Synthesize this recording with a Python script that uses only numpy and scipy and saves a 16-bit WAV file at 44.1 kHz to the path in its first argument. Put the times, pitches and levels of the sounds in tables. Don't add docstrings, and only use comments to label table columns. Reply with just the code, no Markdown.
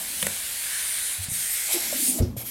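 import sys
import numpy as np
from scipy import signal
from scipy.fft import rfft, irfft
from scipy.io import wavfile
from scipy.ndimage import uniform_filter1d

SR = 44100
rng = np.random.default_rng(int(sys.argv[2]) if len(sys.argv) > 2 else 0)


def wav_out(sig):
    wavfile.write(sys.argv[1], SR, np.round(np.clip(np.atleast_2d(sig).T, -1, 1) * 32767).astype(np.int16))


N = 110250
T = np.arange(N) / SR
FREQS = np.arange(N // 2 + 1) * SR / N

# (time [s], mids [dB], upper mids [dB], treble [dB], top [dB])
EASING_OUT = [(0.0, -45, -40.5, -35.5, -38), (0.052, -45, -41.5, -37.5, -38),
              (0.21, -43, -37, -34.5, -35.5)]
FIRST_PULL = [(0.31, -42, -37.5, -35.5, -39), (0.454, -42.5, -38.5, -35.5, -37),
              (0.85, -41, -35.5, -33.5, -36), (1.138, -41.5, -39, -32, -37.5),
              (1.205, -47, -42, -40.5, -43), (1.242, -46, -38.5, -33, -38), (1.28, -48, -43, -44, -48)]
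SECOND_PULL = [(1.3, -50.5, -42, -34, -41.5), (1.344, -41.5, -36.5, -33.5, -35),
               (1.698, -38.5, -36.5, -34, -35.5), (1.732, -36.5, -30.5, -26, -29),
               (1.77, -38.5, -34, -35, -35.5), (1.91, -40, -34.5, -37, -34.5),
               (2.072, -43.5, -32.5, -27, -27.5), (2.166, -53.5, -42, -33, -37),
               (2.192, -47, -39.5, -34, -36), (2.2, -49, -44, -45, -42)]
BAND_EDGES_HZ = [900, 2800, 7000, 10500, 19000]
# (frequency [Hz], gain [dB])
FIRST_PULL_EQ = [(530, -49), (900, -15), (1260, -16), (1560, -6.5), (2280, -4.5), (2790, -9), (3670, -8),
                 (5700, -12.5), (7400, -7), (8300, -3), (9800, -2.5), (12400, -6.5), (14000, -9.5),
                 (15500, -17.5)]
SECOND_PULL_EQ = [(530, -54), (1040, -22), (1620, -9), (2130, -1.5), (2750, -11.5), (3300, -12),
                  (6200, -11), (7900, -1), (9900, 0), (12100, 2.5), (14000, -3), (15500, -10)]
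SLIPS_PER_S, SMOOTH_SHARE, PATCHY_DB = 8000, 0.56, 1.7
SECOND_PULL_S, FREE_S, FREE_T60_S = 1.29, 2.2, 0.083
# (time [s], centre [Hz], level [dB])
SING = [(.45, 9400, -52), (.9, 9290, -33.5), (1.15, 9100, -36.5), (1.261, 8900, -58), (1.31, 8880, -32),
        (1.559, 8660, -33.5), (1.852, 8550, -56), (2.04, 9120, -28), (2.102, 9250, -23), (2.125, 9760, -34),
        (2.2, 9300, -62)]
# (time [s], centre [Hz], width [Hz], level [dB], attack [s], t60 [s])
CRACKLES_AND_RASPS = [(.2185, 9900, 2600, -21, 0.00087, 0.011), (.2232, 10000, 1600, -19, 0.001, 0.014),
                      (0.2266, 3300, 800, -19, 0.00043, 0.016), (0.66, 1850, 1100, -39.5, 0.073, 1.9),
                      (1.47, 12300, 3220, -29, 0.069, 0.18), (1.685, 720, 506, -41, 0.003, 0.53),
                      (1.705, 11000, 4000, -37, 0.029, 0.099), (1.7, 11600, 1000, -33.5, 0.026, 1.2),
                      (2.221, 5200, 1700, -41.5, 0.0017, 0.19)]

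# (time [s], level [dB], attack [s], hold [s], t60 [s])
SWISHES = [(2.364, -34.5, 0.0071, 0.051, 0.14), (2.433, -33, 0.037, 0.026, 0.33)]
# (frequency [Hz], gain [dB])
SWISH_EQ = [(530, -25), (1500, -14), (3000, -12.5), (10000, -8.5), (13200, -6), (15500, -13)]
# (starting centre [Hz], width [Hz], gain [dB])
SWISH_WHISTLES = [(2350, 420, -15), (3330, 400, -15), (7160, 240, -19), (8940, 600, -8.5),
                  (12020, 1900, 0.5)]
SWISH_SAG_PER_S = 0.43

# (time [s], crack level [dB], body level [dB])
SNAPS = [(0.2263, -18.5, -32.5), (0.2672, -17, -40.5)]
# (frequency [Hz], gain [dB])
SNAP_EQ = [(240, -42), (500, 3), (1000, -9.5), (1650, 6.5), (2800, -5), (5500, -14), (7500, -1.5),
           (10000, 1), (12500, -8), (15500, -9)]
# (frequency [Hz], gain [dB], t60 [s])
SNAP_MODES = [(97.4, -11, 0.44), (166, -0.5, 0.11), (194.3, -6, 0.086), (509, 2.5, 0.038)]

# (time [s], pitch [Hz], level [dB], attack [s], t60 [s])
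CATCHES = [(1.183, 92.7, -33, 0.013, 0.12), (1.284, 137, -29.5, 0.0021, 0.03),
           (1.317, 112, -30, 0.002, 0.042), (1.319, 188, -47.5, 0.011, 0.41),
           (1.735, 340, -28.5, 0.0187, 0.03), (1.925, 593, -25.5, 0.0036, 0.024),
           (1.946, 259, -37, 0.0068, 0.043), (1.989, 320, -35, 0.0093, 0.054),
           (2.02, 246, -32.5, 0.0082, 0.056), (2.076, 264, -28, 0.011, 0.045),
           (2.157, 258, -32, 0.0061, 0.055), (2.184, 607, -29, 0.004, 0.08),
           (2.365, 533, -32.5, 0.0012, 0.019), (2.363, 118.5, -33, 0.012, 0.12)]
CATCH_WOBBLE, CATCH_WOBBLE_HZ, CATCH_GRIT_DB = 0.031, 74.13, -15.5

# (time [s], level [dB])
LANDINGS = [(2.2, -17), (2.223, -30)]
# (frequency [Hz], gain [dB], t60 [s])
BOX_MODES = [(63.2, 2, 0.26), (86, 8, 0.078), (115, 1.5, 0.16), (239.4, -2.5, 0.2), (354.7, -8, 0.15),
             (380, -12.5, 0.054), (445, -9, 0.075), (473, -8.5, 0.029), (575, -18, 0.095)]
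THUD_DB, CLATTER_DB = -29, -47

# (time [s], hollow level [dB], panel level [dB], flap level [dB])
DRONE = [(0, -52, -63, -48), (.15, -67, -53.5, -57), (0.289, -37.5, -66, -47), (.38, -67.5, -62, -57),
         (1.66, -78.5, -86, -57.5), (1.74, -79, -56, -45), (1.86, -52.5, -49, -47.5),
         (2.04, -59, -45.5, -54.5), (2.18, -46, -37.5, -49), (2.338, -37, -49.5, -89),
         (2.41, -61, -51.5, -47), (2.5, -72, -51.5, -68)]
# (frequency [Hz], gain [dB])
ROOM_TONE_EQ = [(25, -11), (55, -0.5), (160, -12), (1000, -15.5), (4000, -43), (15000, -60)]
ROOM_TONE_DB, PREDELAY_S, HIGH_CUT_HZ = -54.5, 0.0079, 15900


def sliding_foam():
    times, *levels = np.vstack([EASING_OUT, FIRST_PULL, SECOND_PULL]).T
    crossfade = np.clip((T - SECOND_PULL_S) / 0.002, 0, 1)
    out = singing_foam()
    for eq, fader in [(FIRST_PULL_EQ, 1 - crossfade), (SECOND_PULL_EQ, crossfade)]:
        spectrum = rfft(colour(patchy(bead_slips()), eq))
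        for db, lo, hi in zip(levels, BAND_EDGES_HZ, BAND_EDGES_HZ[1:]):
            out += fader * band(spectrum, lo, hi) * undb(np.interp(T, times, db))
    release = np.exp(-np.log(1000) * np.maximum(T - FREE_S, 0) / FREE_T60_S)
    return out * release


def bead_slips():
    clicks = (rng.random(N) < SLIPS_PER_S / SR) * np.sign(noise())
    return np.sqrt(1 - SMOOTH_SHARE) * unit(clicks) + np.sqrt(SMOOTH_SHARE) * noise()


def patchy(x):
    spectrogram = signal.stft(x, nperseg=512)[2]
    patches = uniform_filter1d(rng.standard_normal(spectrogram.shape), size=4, axis=0)
    patches = uniform_filter1d(patches, size=14, axis=1)
    return unit(signal.istft(spectrogram * undb(PATCHY_DB * unit(patches)))[1][:N])


def singing_foam():
    times, hz, db = np.array(SING).T
    return undb(np.interp(T, times, db)) * gliding(np.interp(T, times, hz), width_hz=1150)


def crackles_and_rasps():
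    return sum(undb(db) * burst(start, attack, t60) * resonance(hz, width_hz)
               for start, hz, width_hz, db, attack, t60 in CRACKLES_AND_RASPS)


def flap_swishes():
    out = 0
    for start, db, attack, hold, t60 in SWISHES:
        sag = np.exp(-SWISH_SAG_PER_S * np.maximum(T - start, 0))
        whistles = sum(undb(gain) * gliding(hz * sag, width) for hz, width, gain in SWISH_WHISTLES)
        brush = unit(colour(bead_slips(), SWISH_EQ) + whistles)
        out += undb(db) * burst(start, attack, t60, hold) * brush
    return out


def packing_snaps():
    out = 0
    for start, crack_db, body_db in SNAPS:
        crack = burst(start, attack=0.00041, t60=0.017, hold=0.0015) * colour(noise(), SNAP_EQ)
        body = ring(SNAP_MODES, start, attack=0.0041)
        out += undb(crack_db) * crack + undb(body_db) * body
    return out


def wall_catches():
    out = 0
    for start, hz, db, attack, t60 in CATCHES:
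        pitch = hz * (1 + CATCH_WOBBLE * drift(CATCH_WOBBLE_HZ))
        phase = 2 * np.pi * np.cumsum((T > start) * pitch) / SR
        grit = undb(CATCH_GRIT_DB) * resonance(1.1 * hz, width_hz=0.88 * hz)
        out += undb(db) * burst(start, attack, t60, hold=attack) * (np.sin(phase) + grit)
    return out


def box_drop():
    impact = LANDINGS[0][0]
    boom = sum(undb(db) * ring(BOX_MODES, start, attack=0.015) for start, db in LANDINGS)
    thud = burst(impact, attack=0.0021, t60=0.33) * resonance(hz=190, width_hz=250)
    clatter = burst(impact, attack=0.026, t60=0.54) * resonance(hz=2200, width_hz=12000)
    return boom + undb(THUD_DB) * thud + undb(CLATTER_DB) * clatter


def box_drone():
    times, *levels = np.array(DRONE).T
    hollow = resonance(hz=194, width_hz=72)
    panels = resonance(hz=257, width_hz=150)
    flaps = resonance(hz=680, width_hz=470)
    return sum(undb(np.interp(T, times, db)) * part for db, part in zip(levels, [hollow, panels, flaps]))


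def room(x, wet_db, t60):
    tail = noise() * burst(PREDELAY_S, attack=0.0018, t60=t60)
    tail /= np.sqrt(np.sum(tail ** 2))
    return x + undb(wet_db) * signal.fftconvolve(x, tail)[:N]


def room_tone():
    return undb(ROOM_TONE_DB) * colour(noise(), ROOM_TONE_EQ)


def undb(db):
    return 10 ** (np.asarray(db) / 20)


def unit(x):
    return x / np.sqrt(np.mean(x ** 2))


def noise():
    return rng.standard_normal(N)


def drift(hz):
    return unit(irfft(rfft(noise()) / (1 + (FREQS / hz) ** 4), N))


def colour(x, eq):
    hz, db = np.array(eq).T
    return unit(irfft(rfft(x) * undb(np.interp(np.log(FREQS + 1), np.log(hz), db)), N))


def band(spectrum, lo, hi):
    return unit(irfft(spectrum / (1 + (lo / (FREQS + 1)) ** 16) / (1 + (FREQS / hi) ** 16), N))


def resonance(hz, width_hz):
    detune = (FREQS ** 2 - hz ** 2) / ((FREQS + 1) * width_hz)
    return unit(irfft(rfft(noise()) / (1 + detune ** 2), N))


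def gliding(hz, width_hz):
    phase = 2 * np.pi * np.cumsum(hz) / SR
    return unit(drift(width_hz / 2) * np.cos(phase) + drift(width_hz / 2) * np.sin(phase))


def burst(start, attack, t60, hold=0):
    age = T - start
    return np.clip(age / attack, 0, 1) * np.exp(-np.log(1000) * np.maximum(age - attack - hold, 0) / t60)


def ring(modes, start, attack):
    return sum(undb(db) * burst(start, attack, t60) * np.sin(2 * np.pi * hz * (T - start))
               for hz, db, t60 in modes)


def scene():
    hiss = room(sliding_foam() + crackles_and_rasps() + flap_swishes(), wet_db=-15, t60=0.21)
    knocks = room(packing_snaps() + wall_catches() + box_drop(), wet_db=-10, t60=0.34)
    mono = hiss + knocks + box_drone() + room_tone()
    return np.array([mono, mono])


def record(dry):
    return signal.sosfilt(signal.ellip(10, .1, 80, HIGH_CUT_HZ, fs=SR, output="sos"), dry)


dry = scene()
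out = record(dry)
wav_out(out)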